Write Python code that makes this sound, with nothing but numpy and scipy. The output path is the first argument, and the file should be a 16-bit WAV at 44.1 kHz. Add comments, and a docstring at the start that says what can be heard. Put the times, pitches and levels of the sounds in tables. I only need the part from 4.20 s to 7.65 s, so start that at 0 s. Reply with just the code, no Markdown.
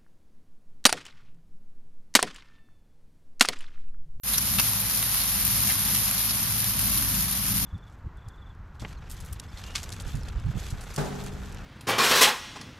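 """Freezing rain and ice pellets patter on a frosted lawn: thousands of tiny impacts a second
over a smooth, far wash of noise. Distant traffic rumbles and an engine hums. A few near pellets
tick sharply and knock what they land on, and brief crackling spatters make frozen leaves ring.
The small camera that hears it all fades in and has a narrow notch in its treble."""
import sys
import numpy as np
from scipy import signal
from scipy.fft import rfft, irfft, next_fast_len
from scipy.io import wavfile
from scipy.ndimage import map_coordinates

SR = 44100
rng = np.random.default_rng(int(sys.argv[2]) if len(sys.argv) > 2 else 0)


def pcm_store(signal):
    """Save signal as 16-bit PCM."""
    levels = np.round(np.clip(np.atleast_2d(signal), -1, 1) * 32767)
    wavfile.write(sys.argv[1], SR, levels.astype(np.int16).T)


N = 152145

# how hard the sleet falls (time [s], relative level [dB])
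FALL_STRENGTH = [(.09, -30.5), (.3, -30.5), (.62, -29.5), (.9, -28.5), (1.02, -27.5), (1.18, -28.5),
                 (1.45, -28), (1.7, -28), (2.0, -29), (2.25, -30), (2.38, -29.5), (2.52, -31), (2.66, -29),
                 (2.85, -30), (3.1, -31.5), (3.45, -31.5)]
# tone colour of the small impacts (frequency [Hz], relative level [dB])
PATTER_COLOUR = [(300, -38), (600, -22.5), (1200, -17), (1800, -16), (3000, -10.5), (4400, -6),
                 (6800, -3.5), (9500, -1), (12000, 2), (13500, 1)]
# tone colour of the far wash (frequency [Hz], relative level [dB])
WASH_COLOUR = [(250, -32), (400, -11), (650, -5), (1100, -0.5), (1700, -2.5), (3000, -1), (5000, 0.5),
               (7500, -1), (11500, 7.5), (13500, -0.5)]
# how alike left and right sound (frequency [Hz], correlation [-1 to 1])
STEREO_LIKENESS = [(50, 0.92), (500, 0.79), (1300, 0.84), (2000, 0.72), (3100, 0.17), (4700, 0.22),
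                   (6300, -0.2), (10000, -0.45), (13000, 0.48)]
# tone colour of the traffic (frequency [Hz], relative level [dB])
TRAFFIC_COLOUR = [(20, -30), (40, -7), (65, -9), (85, -4.5), (108, 0), (150, -6), (205, -3), (240, -11.5),
                  (290, -13.5), (350, -28), (600, -48.5)]
# loudness of the traffic (time [s], level [dB])
TRAFFIC_LEVEL = [(0, -37.5), (.45, -36.3), (.85, -38.5), (1.3, -37.5), (1.46, -35.5), (1.6, -37),
                 (1.75, -35.7), (2.2, -36), (2.32, -38), (2.5, -37), (2.58, -34.5), (2.8, -33.5),
                 (3.05, -34.5), (3.45, -34)]
# the engine's lowest note (time [s], firing rate [Hz], level before ENGINE_GAIN_DB [dB])
ENGINE_NOTE = [(0.1, 51.8, -43), (0.53, 51.8, -47), (1.21, 53.3, -44), (1.5, 53.13, -46.5),
               (2.39, 54.6, -45), (2.62, 54.5, -42), (3.4, 54.6, -42.5)]
# the engine's note an octave higher (time [s], level [dB])
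ENGINE_OCTAVE = [(0, -78), (.5, -35.5), (.9, -57), (1.4, -40), (1.7, -47), (2.1, -42.5), (2.6, -38.5),
                 (2.9, -60), (3.45, -68)]
# faint machines (pitch [Hz], starting level [dB], final level [dB])
MACHINE_HUMS = [(192.8, -51.5, -44.5), (495.7, -58, -74.5), (1103, -59, -55)]
# near pellets, before TICK_GAIN_DB
# (time [s], snap level [dB], knock level [dB], left minus right [dB], time to fade by 60 dB [s])
NEAR_PELLETS = [(.136, -19, -36, -8, .005), (.1382, -21, -39, 5, .005), (.158, -27, -38, -2, .003),
                (.1812, -17.5, -33, 1, .014), (.3387, -25, -38, 2, .003), (.3854, -26, -24, -1, .012),
                (.3871, -24, -25, 1, .012), (.3971, -17, -21, 7, .012), (.3987, -21, -22, 1, .012),
                (.4012, -23, -24, 3, .006), (.5342, -22, -31, 6, .008), (.6991, -24, -34, 6, .006),
                (.8276, -22, -28, 3, .006), (.8545, -27, -36, -4, .003), (.9456, -24, -35, 0, .003),
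                (.9552, -24, -34, 8, .003), (1.0035, -23, -31, 1, .006), (1.0364, -21, -36, -9, .003),
                (1.2113, -21, -40, -7, .003), (1.2502, -20, -32, 9, .006), (1.2785, -22, -37, 8, .003),
                (1.4054, -25, -36, 6, .003), (1.4724, -21, -32, 5, .006), (1.5239, -23, -40, 9, .003),
                (1.5944, -22, -35, -9, .003), (1.7485, -19.5, -29, -7, .005), (1.7528, -22, -31, -2, .01),
                (1.7619, -26, -32, 9, .006), (1.8331, -23, -36, -8, .006), (1.8927, -24, -31, -1, .003),
                (1.9115, -17, -31, -2, .014), (1.949, -26, -40, -9, .003), (2.0368, -27, -37, 3, .003),
                (2.1105, -26, -30, -1, .006), (2.1715, -25, -39, -5, .003), (2.1917, -25, -38, 0, .003),
                (2.2306, -22.5, -38, 2, .006), (2.4437, -22, -30, -2, .006), (2.5929, -21, -32, 9, .014),
                (2.7514, -25, -39, 0, .006), (2.8124, -24, -34, -9, .006), (2.8251, -22, -33, 3, .003),
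                (2.8486, -25, -33, -5, .003), (2.9521, -26, -34, 0, .003), (3.025, -22, -39, 1, .006),
                (3.2658, -23, -36, 3, .006)]
# tone colour of ice snapping nearby (frequency [Hz], relative level [dB])
ICE_COLOUR = [(500, -23), (1500, -11), (3000, -39), (5000, -15.5), (7000, 1.5), (9500, 1.5), (12000, 6),
              (13500, -1.5)]
# tone colour of what a near pellet lands on (frequency [Hz], relative level [dB])
KNOCK_COLOUR = [(300, -28), (700, -12), (1300, -5), (2500, -2), (3600, -3), (5000, 0), (7500, -8),
                (13000, -30)]
# ice on leaves
# (peak time [s], half-width [s], crackle level [dB], leaf pitch [Hz], leaf level [dB], sharpness [Q])
LEAF_SPATTERS = [(0.145, 0.008, -25, 3800, -29, 6), (0.184, 0.0032, -17, 5740, -20.5, 5),
                 (0.278, 0.021, -28, 4500, -34, 2), (0.389, 0.004, -30, 2700, -25, 3),
                 (0.392, 0.005, -40, 1400, -28, 3.5), (0.399, .006, -29, 2650, -23, 4),
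                 (0.402, 0.005, -25, 5230, -24.5, 3), (0.459, 0.013, -32, 4500, -31, 2),
                 (0.707, .008, -25, 4432, -32, 3), (0.829, 0.005, -26, 2200, -36, 2),
                 (1.01, .025, -31, 4400, -31.5, 3), (1.254, 0.004, -23, 5040, -33, 2),
                 (1.503, 0.012, -36, 2050, -29.3, 1.6), (1.757, 0.011, -27, 4500, -33, 2),
                 (2.0, .025, -38, 4500, -33.5, 3), (2.097, 0.005, -29, 4720, -26.5, 4),
                 (2.112, 0.005, -29, 4720, -28, 4), (2.232, 0.005, -25, 4500, -38, 2),
                 (2.445, 0.012, -31, 3400, -35, 1.5), (2.597, 0.006, -24, 4500, -38, 3),
                 (3.285, 0.015, -26, 5000, -45, 3)]
# the camera fading in (time [s], gain [0 to 1])
CAMERA_FADE = [(.033, 0), (.036, 0.42), (.06, 0.58), (.085, 0.89)]

PELLETS_PER_S, SIZE_SPREAD_DB, BIGGEST_DB = 3400, 3.0, 5.5  # sizes compared with a typical pellet
CRACK_T60_S, NOTE_T60_S, NOTE_DB = 0.0067, 0.019, -9  # T60 is the time to fade by 60 dB
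PATTER_DB, WASH_DB, FLURRY_DB = -24.5, -28, 1.38
FINE_ABOVE_HZ, FINE_FLURRY_DB = 8000, 0.7
ENGINE_GAIN_DB, TICK_GAIN_DB, STREET_LEFT_DB = 2, 24.5, 2.5
NOTCH_HZ, NOTCH_WIDTH_HZ, TOP_HZ = 7893, 1610, 13550
LEFT_LAG_S, LEFT_LOUDER_DB = .000025, .2


def amp(db):
    """Turn decibels into a gain."""
    return 10 ** (np.asarray(db) / 20)


def unit(x):
    """Scale x to an average power of 1."""
    return x / np.sqrt(np.mean(x ** 2) + 1e-20)


def along(points, hz):
    """Read a table at any frequency, on a logarithmic scale."""
    freqs, values = np.transpose(points)
    return np.interp(np.log(hz + 1), np.log(freqs + 1), values)


def curves(rows):
    """Give one value per sample for each column after the time."""
    times, *columns = np.transpose(rows)
    return [np.interp(np.arange(N) / SR, times, column) for column in columns]


def wobble(rate):
    """A smooth curve through `rate` random points a second."""
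    points = rng.standard_normal(int(N * rate / SR) + 4)
    return map_coordinates(points, [np.arange(N) * rate / SR])


def pan(db):
    """Two gains that make the left louder than the right by db."""
    return amp(np.array([[db], [-db]]) / 2)


def filtered(x, response):
    """Multiply each frequency in x by response(hz)."""
    size = next_fast_len(N + SR // 2)
    return irfft(rfft(x, size) * response(np.fft.rfftfreq(size, 1 / SR)), size)[..., :N]


def stereo(pair, colour):
    """Colour two unrelated signals and blend them into left and right, at power 1."""
    def response(hz):
        angle = np.arccos(along(STEREO_LIKENESS, hz)) / 2
        return (hz < TOP_HZ) * amp(along(colour, hz)) * np.array([np.cos(angle), np.sin(angle)])
    shared, opposed = filtered(pair, response)
    return unit(np.array([shared + opposed, shared - opposed]))


def noise(colour):
    """Stereo noise with the given tone colour."""
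    return stereo(rng.standard_normal((2, N)), colour)


def impact(t60, size=1024):
    """A struck surface rings briefly and densely, like a dying burst of noise."""
    ring = rng.standard_normal((2, size)) * amp(-60 * np.arange(size) / SR / t60)
    return ring / np.linalg.norm(ring)


def surface(size=1024):
    """One kind of surface answers a pellet with a crack and a faint note of random pitch."""
    t = np.arange(size) / SR
    hz, phase = rng.random() * TOP_HZ, rng.random((2, 1))
    note = np.sin(2 * np.pi * (hz * t + phase)) * amp(-60 * t / NOTE_T60_S)
    crack = impact(CRACK_T60_S * 2 ** rng.uniform(-1.23, 1), size)
    return crack + amp(NOTE_DB) * note / np.linalg.norm(note)


def pellets(surfaces):
    """Pellets of random size land at random times on many kinds of surface."""
    out = np.zeros((2, N))
    for _ in range(surfaces):
        lands = rng.random(N) < PELLETS_PER_S / surfaces / SR
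        size = amp(np.minimum(SIZE_SPREAD_DB * rng.standard_normal(N), BIGGEST_DB))
        out += signal.oaconvolve((lands * size)[None], surface(), axes=1)[:, :N]
    return out


def sleet():
    """The harder the ice falls, the louder the near patter and the far wash."""
    fall_db, = curves(FALL_STRENGTH)
    swing_db = fall_db - fall_db.mean()
    flurry_db = FLURRY_DB * unit(wobble(14) + wobble(45))
    patter = stereo(pellets(surfaces=36), PATTER_COLOUR)
    # the finest, brightest pellets come in flurries of their own
    fine = filtered(patter, lambda hz: hz > FINE_ABOVE_HZ)
    fine_gain = amp(FINE_FLURRY_DB * unit(wobble(24.98) + wobble(250)))
    patter += fine * (fine_gain - 1)
    wash = amp(WASH_DB + swing_db / 2) * noise(WASH_COLOUR)
    return amp(PATTER_DB + swing_db + flurry_db) * patter + wash


def engine():
    """A far engine hums at its firing rate and an octave above, slowly speeding up."""
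    firing_hz, note_db = curves(ENGINE_NOTE)
    octave_db, = curves(ENGINE_OCTAVE)
    cycles = np.cumsum(firing_hz) / SR
    out = np.zeros(N)
    for harmonic, db in ((1, note_db + ENGINE_GAIN_DB), (2, octave_db)):
        gain = amp(db + 1.1 * wobble(4.82))
        out += gain * np.sin(harmonic * (2 * np.pi * cycles + 0.22 * wobble(7.07)))
    return np.sqrt(2) * out  # this factor gives a sine wave a power of 1


def hums():
    """Machines hum faintly, wavering in loudness and pitch."""
    t, out = np.arange(N) / SR, np.zeros(N)
    for hz, first_db, last_db in MACHINE_HUMS:
        gain = amp(np.linspace(first_db, last_db, N) + 1.9 * wobble(4.86))
        out += gain * np.sin(2 * np.pi * hz * t + 0.7 * wobble(10))
    return np.sqrt(2) * out


def traffic():
    """Far traffic blurs into a low rumble that rises and falls."""
    level_db, = curves(TRAFFIC_LEVEL)
    return amp(level_db + 1.7 * wobble(6.0)) * noise(TRAFFIC_COLOUR)


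def near_impact(t60, colour, margin):
    """One impact with a tone colour and `margin` extra samples at each end."""
    ring = np.pad(impact(t60), ((0, 0), (margin, margin)))
    hz = np.fft.rfftfreq(ring.shape[1], 1 / SR)
    ring = irfft(rfft(ring) * amp(along(colour, hz)) * (hz < TOP_HZ))
    return ring / np.linalg.norm(ring, axis=1, keepdims=True) / np.sqrt(2)


def ticks(margin=512):
    """Each near pellet snaps crisply and knocks what it lands on."""
    out = np.zeros((2, N + SR))
    for time, snap_db, knock_db, left_db, t60 in NEAR_PELLETS:
        snap = amp(snap_db) * near_impact(t60, ICE_COLOUR, margin)
        knock = amp(knock_db) * near_impact(t60, KNOCK_COLOUR, margin)[0]  # one wave for both sides
        hit = unit(pan(left_db)) * snap + unit(pan(left_db / 2)) * knock
        start = round(time * SR) - margin
        out[:, start:start + hit.shape[1]] += amp(TICK_GAIN_DB) * hit
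    return out[:, :N]


def spatters():
    """Clumps of impacts swell and die in a moment, each ringing a frozen leaf."""
    t, clump = np.arange(N) / SR, pellets(surfaces=12)
    crackle = stereo(clump, ICE_COLOUR)
    uncoloured = stereo(clump, [(0, 0)])
    out = np.zeros((2, N))
    for time, width, crackle_db, leaf_hz, leaf_db, sharpness in LEAF_SPATTERS:
        resonance = signal.iirpeak(leaf_hz, sharpness, fs=SR)
        leaf = unit(signal.lfilter(*resonance, uncoloured))
        swell = np.exp(-.5 * ((t - time) / width) ** 2)
        out += swell * (amp(crackle_db) * crackle + amp(leaf_db) * leaf)
    return out


def scene():
    """Falling ice, with the distant street a little to the left."""
    ice = sleet() + ticks() + spatters()
    street = engine() + hums() + traffic()
    return ice + pan(STREET_LEFT_DB) * street


def record(dry):
    """The camera fades in, notches the treble and cuts the top; its left is a touch louder and later."""
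    fade, = curves(CAMERA_FADE)
    faded = dry * fade * pan(LEFT_LOUDER_DB)
    delay_s = np.array([[LEFT_LAG_S], [-LEFT_LAG_S]]) / 2
    delayed = filtered(faded, lambda hz: np.exp(-2j * np.pi * hz * delay_s))
    notched = filtered(delayed, lambda hz: np.abs(hz - NOTCH_HZ) / np.hypot(hz - NOTCH_HZ, NOTCH_WIDTH_HZ))
    return filtered(notched, lambda hz: hz < TOP_HZ)


dry = scene()
out = record(dry)
pcm_store(out)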